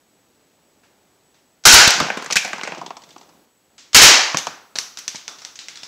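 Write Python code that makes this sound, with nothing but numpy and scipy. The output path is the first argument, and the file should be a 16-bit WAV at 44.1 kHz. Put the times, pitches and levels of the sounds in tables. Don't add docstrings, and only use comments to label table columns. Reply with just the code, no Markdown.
import sys
import numpy as np
from scipy import signal
from scipy.fft import rfft, irfft, next_fast_len
from scipy.io import wavfile

SR = 44100
rng = np.random.default_rng(int(sys.argv[2]) if len(sys.argv) > 2 else 0)


def generate_wav(signal):
    frames = np.transpose(np.atleast_2d(signal))
    scaled = np.clip(frames, -1, 1) * 32767
    pcm = np.round(scaled).astype(np.int16)
    wavfile.write(sys.argv[1], SR, pcm)


def rack_gain(trim_db):
    fader = np.asarray(trim_db, float)
    return 10 ** (fader / 20)


N = 259263

# t/s, strength/dB, hammer tick level/dB
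TRIGGER_PULLS = [
    (1.653, -3.5, -23),
    (3.946, -3, -16.5),
]
# f/Hz, width/Hz, level/dB
PANEL_RINGS = [(200, 58, -7.5), (493, 230, -1), (757, 240, 4.5), (1010, 460, 2.5), (1550, 300, 1.5),
               (2430, 680, -3)]
# f/Hz, width/Hz, level/dB
FLOOR_RINGS = [(170, 107, -4), (418, 142, 9), (786, 305, 11.5), (1340, 350, 17.5), (2060, 1270, -3)]
# f/Hz, level/dB
TILE_CRACK = [(200, -16), (700, -12.5), (1800, -4.5), (3500, -2.5), (6000, -2.5), (8000, -3.5),
              (10000, -12.5), (16000, -31.5)]


def unit(x):
    return x / np.sqrt(np.mean(x ** 2) + 1e-20)


def along(points, hz):
    f, v = np.transpose(points)
    return np.interp(np.log(hz + 1), np.log(f + 1), v)


def curves(rows, **ends):
    s, *cols = np.transpose(rows)
    return [np.interp(np.arange(N) / SR, s, c, **ends) for c in cols]


def causal(points, size):
    level = rack_gain(along(points, np.fft.rfftfreq(size, 1 / SR)))
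    ceps = irfft(np.log(level + 1e-6), size)
    ceps[1:size // 2] *= 2
    ceps[size // 2 + 1:] = 0
    return np.exp(rfft(ceps))


def coloured(x, points):
    m = next_fast_len(len(x) + 8192)
    return irfft(rfft(x, m) * causal(points, size=m), m)[:len(x)]


def resonances(modes, f, count, scatter_db):
    strength = rack_gain(scatter_db * rng.standard_normal((count, len(modes), 1)))
    total = 0
    for k, (hz, width, db) in enumerate(modes):
        ring = rack_gain(db) * 1j * f * width / (hz * hz - f * f + 1j * f * width)
        total = total + (-1) ** k * strength[:, k] * ring
    return total


def tails(count, size):
    # f/Hz, time to fall 60 dB t/s
    decay = [(150, 0.26), (700, 0.64), (2500, 0.52), (6000, 0.48), (8500, 0.36), (11000, 0.48),
             (15000, 0.59)]
    hz, t, z = signal.stft(rng.standard_normal((count, size)), SR, nperseg=256)
    fading = z * rack_gain(-60 * t / along(decay, hz)[:, None])
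    tail = signal.istft(fading, SR, nperseg=256)[1][:, :size]
    t = np.arange(size) / SR
    tail = tail * (1 - np.exp(-t / 0.004)) ** 2
    return tail / np.linalg.norm(tail, axis=1, keepdims=True)


def contacts(rows, room_db, drier, rattle_ms, longer, body_db=0, top_db=0, late_s=0):
    rows = np.array(rows)[:, :4] + [late_s, 0, body_db, top_db]
    loud_db = np.maximum(rows[:, 1], rows[:, 2]) + 15
    return np.c_[rows, room_db - drier * loud_db, rattle_ms * rack_gain(longer * (rows[:, 1] + 15))]


def hits(rows, rings, click_ms, scatter_db, ring_db, body_room_db, top_room_db,
         crack=None, spot_hz=3000, spot_db=-40):
    # f/Hz, level/dB
    mic_tone = [(40, -18), (150, 1), (600, -5.5), (2500, -2.5), (4500, -1), (6000, 0.5), (7200, -4),
                (8600, -12.5), (12000, -18.5), (16000, -45)]
    # f/Hz, width/Hz, level/dB
    mesh_rings = [(2720, 690, -14), (3498, 180, 14), (4443, 290, -13.5), (5980, 110, 6), (7970, 230, -7.5)]
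    # f/Hz, level/dB
    steel_crack = [(200, -24), (700, -7.5), (1800, -0.5), (8000, 0.5), (10000, -11.5), (16000, -37.5)]
    # f/Hz, level/dB
    top_tone = [(3000, -42.5), (7500, -10.5), (9500, -3.5), (13000, -3.5), (16000, -12.5), (21000, -30)]
    s, steel_db, body_db, top_db, room_db, rattle_ms = (c[:, None] for c in np.transpose(rows))
    count, size = len(s), 32768
    t, f = np.arange(size) / SR, np.fft.rfftfreq(size, 1 / SR)

    rattle_ms = np.maximum(rattle_ms, 0.5)
    click = click_ms / rattle_ms
    short = t[:size // 8]
    spikes = rng.standard_normal((count, len(short))) * rng.exponential(size=(count, len(short)))
    contact = spikes * np.exp(-short * 1000 / rattle_ms) * (1 - np.exp(-short * 2000))
    touching = rng.standard_normal((count, 128)) * np.exp(-t[:128] / 0.0006)
    contact[:, :128] += 0.3 * click * touching
    contact[:, :1] = click
    contact /= np.linalg.norm(contact, axis=1, keepdims=True)
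    direct = rfft(contact, size)

    mic = causal(mic_tone, size=size)
    body = resonances(rings, f, count, scatter_db) * mic
    spot_width = spot_hz / 7
    spot = 1j * f * spot_width / (spot_hz ** 2 - f * f + 1j * f * spot_width)
    mesh = resonances(mesh_rings, f, count, 2.9 * scatter_db)
    steel = 1 + rack_gain(spot_db) * spot + rack_gain(ring_db) * mesh
    steel = steel * causal(steel_crack if crack is None else crack, size=size) * mic
    top = causal(top_tone, size=size)

    walls = rfft(tails(count, size=size))
    room = rack_gain(room_db) * walls
    other = rack_gain(room_db) * np.roll(walls, 1, axis=0)
    layers = [(steel_db + 1.0, steel, room),
              (body_db + 2.5, body, rack_gain(body_room_db) * other),
              (top_db + 5.5, top, rack_gain(top_room_db) * room)]
    sound = 0
    for db, colour, wet in layers:
        peak = np.abs(irfft(direct * colour, size)).max(axis=1, keepdims=True)
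        sound = sound + rack_gain(db) / peak * colour * (direct + wet)
    fade = np.clip(10 * (t[-1] - t - 0.03), 0, 1)
    out = np.zeros(N + size)
    for start, one in zip(s[:, 0], irfft(sound, size) * fade):
        out[round(start * SR):][:size] += one
    return out[:N]


def room_air():
    # t/s, level/dB
    air_level = [(0, -68), (.4, -66), (.8, -66), (1.2, -66), (1.6, -68.5), (3.4, -62.5), (3.55, -71.5),
                 (3.75, -66.5), (5.87, -64)]
    # f/Hz, level/dB
    air_tone = [(18, -42.5), (30, -22.5), (65, -9), (129, -6), (269, -0.5), (900, -7.5), (1950, -27),
                (3300, -55.5)]
    # f/Hz, level/dB
    hiss_tone = [(900, -25.5), (1500, -0.5), (7000, -4.5), (9000, -6.5), (11000, -2), (16000, 2)]
    # from t/s, to t/s
    gate_open = [
        (1.649, 3.45),
        (3.94, 6),
    ]
    t = np.arange(N) / SR
    low_db = curves(air_level)[0]
    hiss_db = -63.5 + 5 * sum((t > a) & (t < b) for a, b in gate_open)
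    low = coloured(rng.standard_normal(N), air_tone)
    rustle = coloured(rng.standard_normal(N), [(500, -34.5), (1200, -1.5), (7000, -7), (8800, -19)])
    hiss = coloured(rng.standard_normal(N), hiss_tone)
    rustle_db = 0.46 * (low_db + 73) - 68.5
    return rack_gain(low_db + 5.0) * unit(low) + rack_gain(rustle_db) * unit(rustle) + rack_gain(hiss_db) * unit(hiss)


def screen_whine():
    refresh_hz = 60
    cycle = (np.arange(N) / SR - 0.0018) * refresh_hz
    frame = np.floor(cycle + 1).astype(int)
    pitch, phase, level = rng.standard_normal((frame.max() + 1, 3))[frame].T
    gate = np.clip(5.2 * np.sin(np.pi * cycle) ** 2 - 0.3, 0, 1)
    tone = np.sin(2 * np.pi * (7870 + 30 * pitch) * (cycle % 1) / refresh_hz + 3 * phase)
    ticks = coloured(np.diff(frame, prepend=0.), [(3000, -26.5), (6100, -5.0), (6900, 7.5), (7500, -14.0),
                                                  (8500, 0.5), (9000, -31)])
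    return rack_gain(-66 + 2.5 * level) * gate * tone + rack_gain(-75) * unit(ticks)


def small_ticks(rows):
    return hits(rows, PANEL_RINGS, 0.87, 0.6, ring_db=-7.5, body_room_db=-3.5, top_room_db=-11)


def handling():
    # t/s, steel peak level/dB, body level/dB, top level/dB
    touches = [
        (0.8344, -50, -48, -63),
        (1.3423, -45.5, -50.5, -86.5),
        (3.7802, -34, -62.5, -68.5),
    ]
    return small_ticks(contacts(touches, room_db=6.5, drier=0, rattle_ms=4.9, longer=0))


def hammer():
    return small_ticks([(s - 0.015, db, db - 20, db - 26.5, 8, 3) for s, _, db in TRIGGER_PULLS])


def double_shots():
    # steel peak level/dB, body level/dB, top level/dB, room level/dB, rattle t/ms
    blast = (23, 7.5, 5, 1, 17)
    # steel peak level/dB, body level/dB, top level/dB, room level/dB, rattle t/ms
    strike = (29.5, 18.5, 17, -2, 4)
    # f/Hz, width/Hz, level/dB
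    centre_rings = [(250, 290, -14), (756, 260, -2.5), (1490, 170, 3.5), (2500, 900, -7.5)]
    # f/Hz, width/Hz, level/dB
    edge_rings = [(248, 180, -8.5), (870, 2100, -2.5), (2300, 2200, -0.5)]
    cycle_s, flight_s = 0.0712, 0.0173
    bursts = []
    for s, db, _ in TRIGGER_PULLS:
        rows = []
        for shot in range(2):
            for late, (steel, body, top, room, ms) in ((0, blast), (flight_s, strike)):
                rows.append((s + shot * cycle_s + late, steel + db, body + db, top + db, room, ms))
        bursts.append(rows)
    first = hits(bursts[0], centre_rings, 15, 0.92, ring_db=-18.5, body_room_db=0.0, top_room_db=-20.0)
    second = hits(bursts[1], edge_rings, 20, 0.82, ring_db=-15, body_room_db=0.5, top_room_db=-22.5)
    return first + second


def air_pushes():
    # t/s, level/dB, f/Hz
    pushes = [
        (1.736, -1.5, 45),
        (1.754, -22, 39.85),
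        (1.876, 0.5, 170),
        (2.012, -12.5, 200),
        (2.357, -33, 52.3),
        (3.96, -11, 46.9),
        (4.03, -28, 45.1),
        (4.345, -37, 190),
        (4.249, -39, 60),
    ]
    t = np.arange(N) / SR
    out = np.zeros(N)
    for s, db, hz in pushes:
        turn = np.maximum(t - s, 0) * 2 * np.pi * hz
        out += rack_gain(db + 10.0) * turn * (1 - turn / 2) * np.exp(-turn)
    return out


def rebounds():
    # t/s, steel peak level/dB, body level/dB, top level/dB
    returns = [
        (1.8761, 10, -6, -5),
        (1.9054, 3.5, -36.5, -13),
        (1.9374, -7, -18, -43.5),
        (2.0014, -4.5, -2, -26),
    ]
    return hits(contacts(returns, room_db=-5.5, drier=0, rattle_ms=3.5, longer=0), PANEL_RINGS, 12, 1.5,
                ring_db=-9, body_room_db=-0.5, top_room_db=-16.5)


def rocking():
    # t/s, level/dB
    sway = [(1.95, -41), (2.018, -26), (2.086, -46), (2.386, -58), (2.748, -42.5), (2.832, -39.5),
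            (2.978, -62.5), (3.278, -60), (3.6, -81)]
    roll_db, roll_fade_db_per_s = -39, 23.5
    knock_db, = curves(sway, left=-120, right=-120)
    since = np.arange(N) / SR - sway[0][0]
    roll = rack_gain(roll_db - roll_fade_db_per_s * since - 25) * (knock_db > -120)
    chance = rng.random((2, N))
    knocks = rng.standard_normal(N) * (0.07 + 8 * (chance[0] < 150 / SR))
    ticks = rng.standard_normal(N) * (1 + 3 * (chance[1] < 300 / SR))
    low = coloured(knocks, [(60, -34), (100, -32), (140, 8.0), (450, 4), (1000, 0), (2500, -27.5), (6000, -83.5)])
    fine = coloured(ticks, [(500, -30), (2000, -3), (6000, 0), (8500, -14), (12000, -40)])
    return rack_gain(knock_db + 4.0) * unit(low) + roll * unit(fine)


def skips():
    # t/s, steel peak level/dB, body level/dB, top level/dB, ring of the spot f/Hz
    touches = [(2.0662, -21, -27, -58, 1560), (2.0838, -24, -24.5, -52, 1590),
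               (2.1015, -20.5, -15, -41, 1340), (2.172, -14.5, -21.5, -41, 1220),
               (2.2228, -15.5, -27.5, -46, 1450), (2.2442, -19, -34, -38, 1430),
               (2.2603, -14.5, -34.5, -51, 1850), (2.3018, -29, -23.5, -42, 1630),
               (2.3075, -6.5, -25, -52, 2440), (2.3561, -1, -25.5, -26, 1580),
               (2.3657, 3, -28.5, -23, 2440), (2.4472, -12, -25, -40, 2130), (2.4779, -20, -32, -46, 2360),
               (2.5309, -11.5, -21.5, -51, 1290), (2.5816, -20, -32, -60, 1990),
               (2.5932, -33, -30.5, -58, 1480), (2.612, -29, -24, -49, 1430),
               (2.6333, -11.5, -23.5, -55, 2065), (2.6507, -38, -30, -50, 1300),
               (2.6737, -13.5, -23.5, -61, 1870), (2.7205, -23, -25.5, -64, 1310)]
    rows = contacts(touches, room_db=-7, drier=0.024, rattle_ms=5.3, longer=0.27,
                    body_db=8, top_db=3.5, late_s=0.00079)
    return hits(rows, PANEL_RINGS, 40, 2.2, ring_db=-23, body_room_db=1.0, top_room_db=-2.0,
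                spot_hz=np.array(touches)[:, 4:], spot_db=10.5)


def skids():
    # t/s, steel peak level/dB, body level/dB, top level/dB, ring of the
    # spot f/Hz
    glances = [(2.324, -3.5, -25, -28.5, 5850), (2.36, -7.5, -22, -32, 5560), (4.384, -11, -42, -40, 6440),
               (5.149, -26, -60, -60, 3430), (4.9864, -20.5, -53, -38.5, 5830),
               (5.1567, -17, -55, -52, 6050), (5.180, -30, -62, -60, 3400), (5.3847, -29.5, -55, -64, 4990),
               (5.4176, -28, -39, -56, 5700), (5.5558, -25.5, -64, -61, 6600),
               (5.7558, -26, -52, -62, 4150)]
    return hits(contacts(glances, room_db=-8, drier=0.66, rattle_ms=7.3, longer=0), FLOOR_RINGS, 3, 1.6,
                ring_db=-25, body_room_db=-1, top_room_db=-4, crack=TILE_CRACK,
                spot_hz=np.array(glances)[:, 4:], spot_db=-1.5)


def dribble():
    # t/s, steel peak level/dB, body level/dB
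    drops = [(2.7475, -28, -26), (2.7794, -30, -39), (2.8139, -32, -20), (2.8622, -25, -25),
             (2.9054, -39, -19.5), (2.9684, -29, -29.5), (3.019, -36.5, -53), (3.037, -33, -66),
             (3.069, -53, -61), (3.0905, -37.5, -66), (3.1063, -35, -67), (3.1286, -38, -66),
             (3.1623, -50, -30.5), (3.1807, -36.5, -55), (3.2116, -40, -37.5), (3.2302, -44.5, -46),
             (3.2914, -44, -44)]
    # f/Hz, width/Hz, level/dB
    frame_rings = [(370, 150, -8.5), (698, 94, -2), (940, 180, -1.5), (1300, 370, -8), (2380, 1300, -24.5)]
    rows = [(s, steel_db, body_db, steel_db - 35.5) for s, steel_db, body_db in drops]
    return hits(contacts(rows, room_db=-9.5, drier=0.27, rattle_ms=7.2, longer=0.044), frame_rings, 40, 2.2,
                ring_db=-6.5, body_room_db=-2.5, top_room_db=-9.5)


def shelf_knocks():
    # t/s, steel peak level/dB, body level/dB, top level/dB
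    knocks = [
        (4.3457, -19, -5, -35),
        (4.4695, -19, -11, -37),
        (5.1465, -45, -28, -48),
    ]
    # f/Hz, width/Hz, level/dB
    shelf_rings = [(200, 280, -6.5), (640, 350, 2), (1130, 850, 2), (1850, 900, -0.5), (2450, 870, -6.5)]
    return hits(contacts(knocks, room_db=-2, drier=0, rattle_ms=5.8, longer=0), shelf_rings, 64, 0.24,
                ring_db=-20, body_room_db=-6.5, top_room_db=-7)


def tile_bounces():
    # t/s, steel peak level/dB, body level/dB, top level/dB, ring of the spot f/Hz
    bounces = [(4.3707, 2, -31, -24.5, 6300), (4.7549, -16.5, -32, -52, 5920),
               (4.7586, -10.5, -31, -40, 4220), (4.786, -1, -40, -31, 5940),
               (4.9722, -15.5, -36, -44, 5820), (5.079, -4, -56, -35.5, 6000),
               (5.2789, -12, -33.5, -45, 6000), (5.449, -13, -43, -47, 5940), (5.5896, -18, -45, -66, 3700),
               (5.6839, -16, -45, -52, 2160), (5.7722, -24, -45, -60, 5530), (5.8322, -19, -43, -54, 5400)]
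    rows = contacts(bounces, room_db=-1.5, drier=0.38, rattle_ms=7.6, longer=0,
                    body_db=5, top_db=3.5, late_s=0.00078)
    return hits(rows, FLOOR_RINGS, 130, 1.3, ring_db=-7.5, body_room_db=0, top_room_db=4, crack=TILE_CRACK,
                spot_hz=np.array(bounces)[:, 4:], spot_db=0.5)


def scene():
    phone_and_room = room_air() + screen_whine() + air_pushes()
    rifle = handling() + hammer() + double_shots()
    panel = rebounds() + rocking() + skips() + dribble()
    shelf_and_tiles = skids() + shelf_knocks() + tile_bounces()
    return (phone_and_room + rifle + panel + shelf_and_tiles)[None]


def roll_off(x):
    return signal.sosfilt(signal.butter(12, 16330, fs=SR, output="sos"), x)


def record(dry):
    # f/Hz, level/dB
    treble_cut = [(7000, -1.5), (9000, -2), (15740, -7), (15900, -56)]
    keep = np.exp(-1 / (0.1 * SR))
    power = signal.lfilter([1 - keep], [1, -keep], dry ** 2)
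    x = dry * (1 + power / rack_gain(-3.5)) ** -0.2
    x = x / (1 + np.abs(x / 0.97) ** 4) ** (1 / 4)
    mix = np.clip(coloured(x[0], treble_cut), -1, 1)[None]
    return roll_off(mix)


dry = scene()
out = record(dry)
generate_wav(out)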